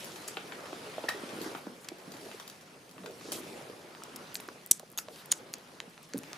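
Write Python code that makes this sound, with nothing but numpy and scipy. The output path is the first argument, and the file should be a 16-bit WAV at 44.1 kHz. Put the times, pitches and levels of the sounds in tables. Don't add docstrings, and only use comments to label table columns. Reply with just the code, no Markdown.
import sys
import numpy as np
from scipy import signal
from scipy.fft import rfft
from scipy.io import wavfile
from scipy.ndimage import uniform_filter1d

SR = 44100
rng = np.random.default_rng(int(sys.argv[2]) if len(sys.argv) > 2 else 0)


def wav_record(signal):
    frames = np.transpose(np.atleast_2d(signal))
    bounded = np.clip(frames, -1, 1)
    quanta = np.round(bounded * 32767).astype(np.int16)
    wavfile.write(sys.argv[1], SR, quanta)


def field_ratio(decibels):
    return 10 ** (np.asarray(decibels, dtype=float) / 20)


N = 280917

# (time [s], peak level [dB], board pitch [Hz], room send [dB])
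PAW_THUDS = [(0.369, -35.5, 485, -16), (0.636, -39, 490, -12), (0.656, -39, 520, -10),
             (0.682, -42, 500, -10), (0.727, -32, 430, -12), (0.979, -26, 540, -22), (1.036, -33, 600, -18),
             (1.039, -28, 473, -18), (1.047, -35, 700, -14), (1.085, -32.5, 470, -11),
             (1.143, -36, 407, -3.5), (1.232, -33, 298, -11), (1.329, -40, 192, -15),
             (1.383, -31.5, 310, -9), (1.409, -32, 330, -8), (1.459, -34.5, 340, -9),
             (1.546, -37, 368, -10), (1.667, -32.5, 317, -7.5), (1.915, -35.5, 416, -8.5),
             (2.073, -41, 308, -8), (2.262, -38, 436, -14), (3.039, -40.5, 427, 0), (3.099, -38, 400, -10),
             (3.249, -44, 400, 0), (3.28, -43, 330, 0), (3.318, -39, 430, 0), (3.352, -39, 320, 0),
             (3.53, -43, 430, 0), (3.61, -44, 600, 0), (3.695, -35, 360, -9), (4.141, -43.5, 330, -5),
             (4.482, -40.5, 385, -18), (4.797, -43, 700, -12), (4.828, -42, 520, -16),
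             (5.081, -39.5, 604, -7), (5.873, -48.5, 210, -11), (6.142, -27, 290, -17),
             (6.153, -31, 302, -12), (6.163, -36.5, 268, -12)]
THUD_PAN_DB, PAN_PER_DB = -2, 0

# (time [s], energy level [dB], hardness [0 knock .. 3 sizzle], fall away from it [dB per range])
CLAW_CLICKS = [(0.0451, -21.5, 4, 2.5), (0.1603, -29, 6, -13), (0.2799, -21, 4, 17),
               (0.2843, -23.5, 1.5, 3), (0.3702, -16, .5, 25), (0.5218, -20, 0.34, 16),
               (0.6576, -28, 0.5, 12), (0.7304, -21, 0.2, 22), (0.983, -29, 0.5, 9), (1.0393, -23, 0.2, 15),
               (1.09, -12.5, 2, 1), (1.2924, -27, 0.5, 13), (1.4165, -25, 2, 4), (1.5504, -15.5, 0.2, 31),
               (1.6686, -19, -1.16, 10), (1.8459, -31, 1.6, 4), (1.9163, -32, -8, 11), (2.14, -26, 0, 9),
               (2.4004, -25.5, 0.8, 9), (2.315, -26.5, 0.6, 13), (2.9809, -27, 0.2, 16),
               (3.0361, -29, 0.1, 17), (3.0608, -23, 0.4, 6), (3.211, -30, 0.3, 5), (3.3202, -15, 2.4, 7),
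               (3.3257, -20, 2, 5), (3.6986, -34.5, .4, 3)]
# (time [s], level [dB])
STRAW_CRACKS = [(1.9843, -47), (2.12, -36), (2.1432, -44), (2.1688, -43), (2.2122, -42), (2.2551, -46),
                (2.3994, -36), (2.478, -34.5), (2.4996, -36), (2.6116, -45), (2.8937, -47), (2.9126, -44),
                (3.0613, -41), (3.1092, -45)]
STRAW_HARDNESS, STRAW_FALL_DB, STRAW_DB = 2.4, 5, 8.5
# (time [s], energy
# level [dB], hardness [0 .. 3], fall away from it [dB per range])
TONGUE_TICKS = [(1.8868, -18, 1.7, 13), (1.8895, -20, 1.84, 11), (4.488, -28, 1.8, 22), (3.95, -27, .6, 14),
                (4.0218, -28, -0.1, 22), (4.0366, -23, 2.5, 18), (4.1609, -24, 2.5, 12),
                (4.3548, -15, 1.8, 20), (4.4015, -27, 1, 8), (4.4876, -15, -0.3, 22), (4.7966, -20.5, 4, 4),
                (4.8327, -36, -1.7, 6), (4.9345, -27, -1.3, 10), (5.0856, -24, .2, 12),
                (5.1605, -31, 1.2, 9), (5.5048, -42, -3, 5), (5.5385, -18, 1.8, 9), (5.5435, -27, 3, 12),
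                (5.5841, -37, 2.5, 15), (5.8028, -17, 1.1, 15), (5.9781, -30, .6, 14), (6.0925, -37, -1, 8),
                (6.1361, -20.5, 1.5, 14), (6.1743, -28, 8, 0.5), (6.1883, -22, 3, 10),
                (6.2342, -31, -1, -5), (6.2392, -30.5, .8, 11), (6.3315, -21, 1.6, 10)]
# (time [s], energy level [dB])
SPIT_THREADS = [(4.1642, -20), (4.3446, -19), (4.347, -21), (4.4797, -33), (4.6626, -19.5), (4.6734, -30),
                (4.902, -31.5), (4.9172, -31), (4.927, -33), (5.2592, -27), (5.5324, -24), (5.8993, -36.5),
                (6.03, -30.5), (6.092, -37), (6.1802, -19)]
THREAD_HARDNESS, THREAD_FALL_DB = 3.38, 26
SNAP_S = .0004
# (low edge [Hz], high edge [Hz])
CONTACT_RANGES = [
    (650, 1500),
    (1500, 4000),
    (4000, 7700),
    (7900, 15000),
]
DEEPEST_DB = 26
USUAL_DB, ROOM_PER_DB = -25, -0.07

# (frequency [Hz], level [dB], decay time t60 [s])
HOLLOW_MODES = [(1826, 3.5, 0.11), (1745, -4, 0.1), (1862, -2, 0.12), (1930, -7, .09), (1236, -9, .05),
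                (813, -10, .04), (2320, -12, .05), (2713, -10, .04), (3413, -12, .06)]
KNOCK_S, KNOCK_DB = 1.085, -24.5
MUFFLE_S, MUFFLE_DB = .006, -13

# (time [s], peak level [dB], pitch [Hz], length [cycles])
CAVITY_TOCKS = [(0.2788, -33, 6900, 60), (0.3702, -33, 3000, 14), (0.3705, -38, 900, 9),
                (0.523, -36, 2200, 20), (0.7295, -38, 1500, 10), (0.982, -38, 900, 6),
                (1.0885, -30, 5400, 45), (1.549, -39, 1700, 14), (1.551, -38, 700, 9),
                (3.32, -40, 1080, 14), (3.3193, -33, 5800, 50), (3.3196, -35, 9200, 70),
                (3.325, -35, 10500, 50), (3.352, -36, 420, 4), (3.0605, -42, 2600, 10),
                (2.169, -44, 4000, 8), (2.4264, -44, 3500, 10), (1.0965, -33, 1250, 25),
                (0.3446, -44, 3000, 10), (1.667, -43, 750, 12), (0.9383, -44, 2000, 10),
                (4.0205, -38, 1300, 22), (4.036, -40, 5200, 20), (4.161, -38, 5300, 30),
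                (4.3543, -24, 4500, 12), (4.4008, -36, 3800, 12), (4.4872, -33, 1200, 12),
                (4.488, -43, 4600, 25), (4.7122, -29, 280, 3), (4.7124, -16, 2900, 6),
                (4.7125, -7, 12200, 14), (4.7127, -9, 9100, 22), (5.5384, -36, 4200, 10),
                (5.5433, -38, 8800, 14), (4.3545, -31, 11200, 12), (4.3545, -32, 3300, 6),
                (4.3468, -29, 10500, 14), (4.4045, -40, 10000, 25), (4.4008, -38, 900, 4),
                (4.9762, -34, 1200, 3), (4.9872, -28, 2500, 4), (5.3245, -30, 1000, 4),
                (4.796, -42, 6000, 25), (4.796, -44, 3100, 16), (5.2585, -42, 9200, 25),
                (5.5382, -28, 6100, 25), (5.8024, -27, 3000, 5), (6.1356, -33, 6000, 20),
                (6.1797, -29, 9000, 25), (6.331, -31, 6000, 20)]
LICKING_S = 3.9

# (time [s], peak level [dB], mouth ring [Hz], broad crack rel. to ring [dB], upper ring [Hz])
BUBBLE_BURSTS = [(4.71, -27, 8550, -12, 12500), (4.7125, -5, 7150, -1.5, 12300),
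                 (4.7125, -3, 7700, -10, 10650), (4.7146, -9.5, 6200, -9.5, 9300),
                 (4.716, -17, 8000, -18, 10000), (4.7181, -11.5, 9400, -15, 5900),
                 (4.719, -23, 8000, -8, 3600), (4.9758, -21, 6600, -8, 11500),
                 (4.9805, -36, 6660, -8, 12500), (4.983, -35, 6830, -8, 14000),
                 (4.9857, -27, 6530, -2, 3500), (4.9871, -22, 6300, 1, 13500),
                 (4.9882, -25, 7500, 3, 12000), (5.3172, -17, 6740, -15, 10500),
                 (5.3182, -13, 8900, -14, 10700), (5.3198, -17, 7000, -12, 4000),
                 (5.3222, -13, 6800, -8, 9200), (5.3237, -15, 6000, -8, 3600),
                 (5.3246, -22, 6000, -3, 2900)]
# (frequency [Hz], level [dB])
CRACK_COLOUR = [(150, -18), (500, -12), (2000, -10), (4000, -10), (6000, -6), (9000, -17.5), (14000, -2.5),
                (16200, -12)]
RING_S, RING_LOSS_PER_DB = 0.0053, .03
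# (time [s], length [s], level [dB], colour [Hz], room send [dB])
FROTH_HISSES = [(1.34, 0.073, -49, 260, -3), (0.277, .011, -39.5, 7600, 7.5), (3.19, .16, -56, 5000, 4),
                (2.93, 0.21, -54, 230, -2), (3.047, 0.1, -51, 400, -1), (4.555, .012, -52, 520, -2),
                (6.145, .05, -45, 190, -5), (3.3204, 0.017, -42, 8000, 12), (3.325, 0.045, -52, 4500, 10),
                (4.349, 0.027, -49, 6500, -6), (4.403, 0.005, -46.5, 11500, 4),
                (4.7106, .002, -31, 8900, -6), (4.7116, 0.0071, -18, 8650, -24),
                (4.98, 0.01, -43, 12300, 12), (4.985, 0.0069, -40.5, 1660, -0.5),
                (4.988, 0.013, -46, 6000, 6.5), (5.07, 0.17, -62, 9500, -4), (5.099, 0.14, -59, 4000, -6),
                (5.17, .066, -62, 3600, -8), (5.15, .085, -64, 12000, -8), (1.413, .04, -55, 10500, 6),
                (1.56, .04, -62, 12000, 3), (1.8, .06, -62, 9000, 0), (1.42, .09, -56, 4200, 0),
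                (0.66, .1, -60, 5000, 0), (5.311, 0.0075, -42, 5600, 5), (5.316, 0.0083, -27.5, 7740, -15),
                (5.327, 0.011, -50, 6730, 0), (5.5382, 0.0025, -35, 6300, -22), (5.54, .02, -68, 6000, -2),
                (6.026, 0.029, -60.5, 5400, 0)]
# (time [s], length [s], peak level [dB], first pitch [Hz], last pitch [Hz])
SLIDING_TONES = [(4.981, .0037, -27, 6400, 6600), (4.9793, .007, -34, 4200, 3400),
                 (4.984, .004, -31, 7300, 6200), (4.9795, .005, -38, 13500, 13000),
                 (5.3163, .0035, -18, 6200, 7100), (5.3175, .0025, -11.5, 9000, 8900),
                 (5.321, .0048, -19, 7000, 6900), (5.3135, .005, -33, 3900, 3000),
                 (4.7135, .006, -20, 5600, 6000), (4.7135, .005, -39, 3300, 2800),
                 (5.5382, .0028, -26, 6400, 6700), (1.098, .031, -38, 1860, 1900),
                 (1.134, .018, -45, 1850, 1900), (2.145, .016, -43, 320, 280), (2.342, .012, -43, 450, 400),
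                 (1.46, .03, -39, 330, 320), (0.86, .05, -44, 440, 420)]
# (time [s], length [s], level [dB], colour [Hz])
CLOSE_SPLASHES = [(1.084, .004, -47, 5500), (3.328, .088, -50, 9800), (3.33, .03, -50, 2800),
                  (3.37, .03, -53, 1100), (4.349, .027, -53, 11000), (4.353, .005, -42, 3000),
                  (4.722, .012, -49, 5300), (4.975, .004, -42, 3000), (4.98, .004, -44, 11000),
                  (4.9858, .0035, -34, 3700), (4.986, .003, -42, 8200), (4.986, .008, -49, 800),
                  (5.316, .004, -31, 4500), (5.322, .006, -35, 5000), (5.332, .008, -50, 3000),
                  (5.538, .003, -39, 5300), (5.538, .003, -50, 700), (6.156, .007, -52, 1000),
                  (6.331, .006, -47, 520), (6.331, .002, -44, 3500), (0.002, .045, -52, 2600),
                  (1.096, .02, -46, 1600), (4.343, .003, -42, 13500), (5.3225, .004, -37, 2100),
                  (5.335, .06, -56, 7000), (4.735, .05, -54, 7500), (5.4, .088, -58, 420)]
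# (time [s], pitch [Hz], level [dB])
NOSTRIL_WHISTLE = [(6.19, 12100, -75), (6.22, 12900, -68), (6.25, 13100, -68), (6.28, 13900, -67),
                   (6.32, 15000, -70), (6.36, 15800, -76)]

# (time [s], effort [dB])
SHUFFLE_EFFORT = [(0.0, -50), (0.34, -53), (0.87, -51), (1.29, -49.5), (1.49, -46), (1.72, -58.5),
                  (1.93, -57), (2.16, -52), (2.66, -61), (2.91, -57.5), (3.44, -49.5), (3.65, -50),
                  (3.81, -55), (4.42, -55), (4.84, -63), (5.36, -55), (6.01, -61.5), (6.37, -55.5)]
# (time [s], effort [dB], distance [m])
RUB_EFFORT = [(0.0, -49.5, 0.93), (0.43, -54, 1.62), (1.28, -51.5, 1.56), (1.42, -49.5, 1.2),
              (1.65, -57.5, 1.4), (1.9, -60.5, 1.56), (2.32, -53.5, 1.2), (2.68, -60, 1.7),
              (2.87, -62.5, 1.14), (3.44, -54, 1.05), (3.83, -59.5, 1.44), (4.25, -55, 2.1),
              (4.47, -58.5, 1.5), (4.97, -64.5, 1.3), (5.2, -58.5, 1.57), (5.6, -60.5, 1.6),
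              (6.08, -61.5, 1.6), (6.37, -53.5, 2.4)]
CALM_DB = -55
# (usual level [dB], share of the shuffle, share of the rub, rise per halving of distance [dB])
RUSTLE_LAYERS = [
    (-55.5, 1, .05, 0),
    (-53, 0.64, 0.46, -5),
    (-56, 0.15, 0.88, .5),
    (-60, 0.046, 0.87, 5),
]
# (frequency [Hz], level [dB per Hz])
RUSTLE_COLOUR = [(170, -0.5), (335, 2), (427, 1), (850, -9), (5000, -26), (8140, -36), (9840, -35),
                 (15300, -47.5)]
TOP_HZ = 15250
CRACKLE_PER_S, CRACKLE_DB, CRACKLE_SPREAD_DB, CRACKLE_HZ = 110, 3, 4, 4000

WALL_S, WALL_DB, WALL_HZ = .0162, -21, 6600
# (frequency [Hz], decay time t60 [s])
ROOM_DECAY = [(150, 0.5), (500, 0.38), (2000, 0.27), (6000, 0.19), (12000, 0.11), (16000, 0.12)]
# (frequency [Hz], level [dB per Hz])
HUM_COLOUR = [(12, -58), (20, -21), (48, -29), (160, 6.5), (260, 0), (340, -34), (570, -120)]
HUM_DB = -66
# (frequency [Hz], left-right likeness [0 .. 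1])
PORT_LIKENESS = [(60, 0.37), (130, 0.91), (290, 0.98), (640, 0.68), (1410, 0.066), (3100, 0.51),
                 (6820, 0.52), (15000, 0.35)]
SHELF_HZ, SHELF_DB = 15400, -7


def peaked(x):
    return x / abs(x).max()


def evened(x):
    return x / np.sqrt(np.mean(x ** 2) + 1e-20)


def read(points, hz):
    f, value = np.transpose(points)
    return np.interp(np.log(hz + 1), np.log(f + 1), value)


def add(mix, s, sound, pan_db=0.):
    for part, side in zip(mix, (1, -1)):
        start = round(s * SR - side * pan_db * .3)
        part = part[start:][:len(sound)]
        part += field_ratio(side * pan_db / 2) * sound[:len(part)]


def diffuse(frames, size):
    hz = np.fft.rfftfreq(size, 1 / SR)
    a, b, c, d = rng.standard_normal((frames, len(hz), 4)).T
    same = np.clip(read(PORT_LIKENESS, hz), -1, 1)[:, None]
    left = a + 1j * b
    right = same * left + np.sqrt(1 - same ** 2) * (c + 1j * d)
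    return hz, np.array([left, right])


def causal(db, size):
    both_sides = np.r_[db, db[-2:0:-1]]
    log_gain = np.log(field_ratio(np.maximum(both_sides, -100)))
    spectrum = np.exp(log_gain - 1j * signal.hilbert(log_gain).imag)
    return peaked(np.fft.ifft(spectrum).real[:size])


def hump(hz, octaves):
    f = np.fft.rfftfreq(2048, 1 / SR) + 5
    return causal(np.maximum(-6 * (np.log2(f / hz) / octaves) ** 2, -60), size=900)


def ring(hz, t60, rise=.0004):
    t = np.arange(int(SR * t60) + 9) / SR
    return np.sin(2 * np.pi * hz * t) * field_ratio(-60 * t / t60) * (1 - np.exp(-t / rise))


def puff(spit, length, db, hz):
    soft_top = signal.cheby2(10, 30, TOP_HZ + 250, fs=SR, output="sos")
    coloured = np.convolve(spit, hump(hz, 0.6), "same")
    hiss = evened(signal.sosfilt(soft_top, coloured))[:int(length * SR)]
    return field_ratio(db) * hiss * signal.windows.tukey(len(hiss), min(0.26 + 3 * length, 1))


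def thuds():
    dry, wet = np.zeros((2, 2, N))
    grits = rng.standard_normal((len(PAW_THUDS), 600))
    for (s, db, hz, room_db), grit in zip(PAW_THUDS, grits):
        pad = 0.083 * grit * np.exp(-np.arange(len(grit)) / SR / 0.0052)
        pad[0] = 1
        sound = field_ratio(db + 1.5) * peaked(np.convolve(pad, hump(hz, 0.54)))
        add(dry, s + 0.002, sound, THUD_PAN_DB + PAN_PER_DB * (db + 41))
        add(wet, s + 0.0023, field_ratio(room_db) * sound)
    return dry, wet


def claws(rows, skid, lead, pan_db, room_db):
    dry, wet = np.zeros((2, 2, N))
    bands = [signal.butter(3, edges, "band", fs=SR, output="sos") for edges in CONTACT_RANGES]
    grits = rng.standard_normal((len(rows), 700))
    for (s, db, hardness, fall_db), grit in zip(rows, grits):
        ranges_away = abs(np.arange(4) - hardness) - .5
        levels = db - np.clip(fall_db * ranges_away, 0, DEEPEST_DB)
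        slips = grit ** 3 * np.exp(-np.arange(len(grit)) / SR / skid)
        slips[0] = 5
        parts = [(-1) ** k * signal.sosfilt(band, slips) for k, band in enumerate(bands)]
        sound = sum(field_ratio(level) * part / np.linalg.norm(part) for level, part in zip(levels, parts))
        add(dry, s - lead, sound, pan_db)
        add(wet, s - lead, field_ratio(room_db + ROOM_PER_DB * (db - USUAL_DB)) * sound)
    return dry, wet


def knock():
    dry = np.zeros((2, N))
    for hz, db, t60 in HOLLOW_MODES:
        sound = ring(hz, t60, 0.0025)
        t = np.arange(len(sound)) / SR
        choke_db = MUFFLE_DB * np.clip((t - MUFFLE_S) / .0015, 0, 1)
        add(dry, KNOCK_S, field_ratio(KNOCK_DB + db + choke_db) * sound, 3.0)
    return dry


def tocks():
    dry = np.zeros((2, N))
    for s, db, hz, cycles in CAVITY_TOCKS:
        add(dry, s, field_ratio(db) * peaked(ring(hz, cycles / hz, 0.0003)))
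    room_db = np.where(np.arange(N) < LICKING_S * SR, -8, -22)
    return dry, field_ratio(room_db) * dry


def smacks():
    dry, wet = np.zeros((2, 2, N))
    crack = causal(read(CRACK_COLOUR, np.fft.rfftfreq(1024, 1 / SR)), size=300)
    sprays = rng.standard_normal((len(BUBBLE_BURSTS), 64))
    for (s, db, hz, crack_db, upper_hz), spray in zip(BUBBLE_BURSTS, sprays):
        t60 = RING_S * np.exp(-RING_LOSS_PER_DB * (crack_db + 6))
        add(dry, s, field_ratio(db + 4.0) * ring(hz, t60, 0.00061))
        add(dry, s, field_ratio(db - 3.5) * ring(upper_hz, 0.85 * t60, 0.00006))
        droplets = spray * np.exp(-np.arange(len(spray)) / SR / 0.00031)
        add(dry, s, field_ratio(db + crack_db) * peaked(np.convolve(droplets, crack)))
    spits = rng.standard_normal((len(FROTH_HISSES), 8000))
    for (s, length, db, hz, room_db), spit in zip(FROTH_HISSES, spits):
        hiss = puff(spit, length, db, hz)
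        add(dry, s, hiss)
        add(wet, s, field_ratio(room_db - 11) * hiss)
    return dry, wet + field_ratio(-23.5) * dry


def sliding_tones():
    dry = np.zeros((2, N))
    for s, length, db, first_hz, last_hz in SLIDING_TONES:
        u = np.linspace(0, 1, int(length * SR))
        hz = last_hz + (first_hz - last_hz) * (1 - u) ** 2
        tone = np.sin(2 * np.pi * np.cumsum(hz) / SR)
        add(dry, s, field_ratio(db) * np.sin(np.pi * u) * tone)
    return dry, field_ratio(-30) * dry


def splashes():
    dry = np.zeros((2, N))
    spits = rng.standard_normal((len(CLOSE_SPLASHES), 4000))
    for (s, length, db, hz), spit in zip(CLOSE_SPLASHES, spits):
        add(dry, s, puff(spit, length, db, hz))
    return dry


def sniff():
    s, hz, db = np.transpose(NOSTRIL_WHISTLE)
    t = np.arange(s[0], s[-1], 1 / SR)
    waver_hz = 200 * evened(uniform_filter1d(rng.standard_normal(len(t)), 60))
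    phase = 2 * np.pi * np.cumsum(np.interp(t, s, hz) + waver_hz) / SR
    dry = np.zeros((2, N))
    add(dry, s[0], field_ratio(np.interp(t, s, db)) * np.sin(phase))
    return dry


def rustle(patchy_db=1.86, flicker_db=1.0):
    frames = N // 128 + 5
    hz, z = diffuse(frames, size=512)
    t = np.arange(frames) * 128 / SR
    s, rub_db, far = np.transpose(RUB_EFFORT)
    shuffle = np.interp(t, *np.transpose(SHUFFLE_EFFORT)) - CALM_DB
    rub = np.interp(t, s, rub_db) - CALM_DB
    halvings = -np.log2(np.interp(t, s, far) / 1.455)
    levels = np.array(RUSTLE_LAYERS) @ [np.ones(frames), shuffle, rub, halvings]

    edges = np.array([130, 700, 2500, 7500, 15000])
    centres = np.log(edges[1:] * edges[:-1]) / 2
    place = np.interp(np.log(hz + 1), centres, np.arange(4))
    share = np.maximum(1 - abs(place[:, None] - np.arange(4)), 0)
    colour_db = read(RUSTLE_COLOUR, hz)
    power = field_ratio(colour_db) ** 2
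    own_db = [10 * np.log10(power[(hz >= lo) & (hz < hi)].sum()) for lo, hi in zip(edges, edges[1:])]
    field_db = colour_db[:, None] + share @ (levels - np.array(own_db)[:, None])

    grain = rng.standard_normal((frames, len(hz)))
    patches = evened(uniform_filter1d(uniform_filter1d(grain, 14, 0), 6, 1)).T
    flicker = np.minimum(rng.exponential(1, frames), 3.2) - 1
    z *= field_ratio(field_db + patchy_db * patches + flicker_db * flicker * (hz[:, None] > 900))
    z[:, (hz < 160) | (hz > TOP_HZ)] = 0
    return field_ratio(13.0) * signal.istft(z, nperseg=512, noverlap=384)[1][:, :N] / 4


def crackle():
    s, rub_db, _ = np.transpose(RUB_EFFORT)
    chance, size, side = rng.random((3, N))
    level_db = np.interp(np.arange(N) / SR, s, rub_db) + CRACKLE_DB
    level_db = level_db - CRACKLE_SPREAD_DB * np.log(size + .06)
    ticks = (chance < CRACKLE_PER_S / SR) * field_ratio(level_db) * np.array([.5 + side, 1.5 - side])
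    return signal.oaconvolve(ticks, hump(CRACKLE_HZ, 0.7)[None], axes=1)[:, :N]


def wall(x):
    colour = hump(WALL_HZ, 0.3)
    colour = colour / abs(rfft(colour)).max()
    echo = np.r_[np.zeros(int(WALL_S * SR)), colour]
    near = x * (np.arange(N) > LICKING_S * SR)
    return field_ratio(WALL_DB) * signal.oaconvolve(near, echo[None], axes=1)[:, :N]


def room(x, gap=0.0005):
    hz, z = diffuse(160, size=256)
    t = np.arange(160) * 64 / SR
    z[:, hz > TOP_HZ] = 0
    decay = field_ratio(-60 * t / read(ROOM_DECAY, hz)[:, None])
    tail = signal.istft(z * decay, nperseg=256, noverlap=192)[1]
    tail *= 1 - np.exp(-(np.arange(tail.shape[1]) / SR / gap) ** 2)
    return signal.oaconvolve(x[:1], tail / np.linalg.norm(tail[0]), axes=1)[:, :N]


def hum():
    hz, z = diffuse(N // 1024 + 5, size=4096)
    z *= field_ratio(read(HUM_COLOUR, hz) - 60 * (hz > 260))[:, None]
    return field_ratio(HUM_DB + 2.5) * evened(signal.istft(z, nperseg=4096, noverlap=3072)[1][:, :N])


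def self_noise():
    low_pass = signal.butter(2, 45, fs=SR, output="sos")
    return field_ratio(-58) * signal.sosfilt(low_pass, rng.standard_normal((2, N)))


def scene():
    straws = [(s, db + STRAW_DB, STRAW_HARDNESS, STRAW_FALL_DB) for s, db in STRAW_CRACKS]
    threads = [(s, db, THREAD_HARDNESS, THREAD_FALL_DB) for s, db in SPIT_THREADS]
    steps = claws(CLAW_CLICKS + straws, 0.0024, .0008, pan_db=4.0, room_db=-3.5)
    licks = claws(TONGUE_TICKS + threads, SNAP_S, 0.00022, pan_db=0.9, room_db=-14)
    dry, wet = np.sum([thuds(), steps, tocks(), smacks(), licks, sliding_tones()], axis=0)
    hollow = knock()
    close = dry + hollow + splashes() + sniff()
    answers = wall(dry) + room(wet + field_ratio(-15) * hollow)
    return close + rustle() + crackle() + answers + hum()


def roll_off(x):
    return signal.sosfilt(signal.butter(12, 16790, fs=SR, output="sos"), x)


def record(dry):
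    low_cut = signal.butter(2, 70, "high", fs=SR, output="sos")
    top_cut = signal.cheby2(12, 60, 16900, fs=SR, output="sos")
    corners = [0, SHELF_HZ - 300, SHELF_HZ + 300, SR / 2]
    port = signal.firwin2(255, corners, field_ratio([0, 0, SHELF_DB, SHELF_DB]), fs=SR)
    dulled = signal.oaconvolve(dry, port[None], "same")
    heard = signal.sosfilt(top_cut, signal.sosfilt(low_cut, dulled))
    return roll_off(heard + self_noise())


dry = scene()
out = record(dry)
wav_record(out)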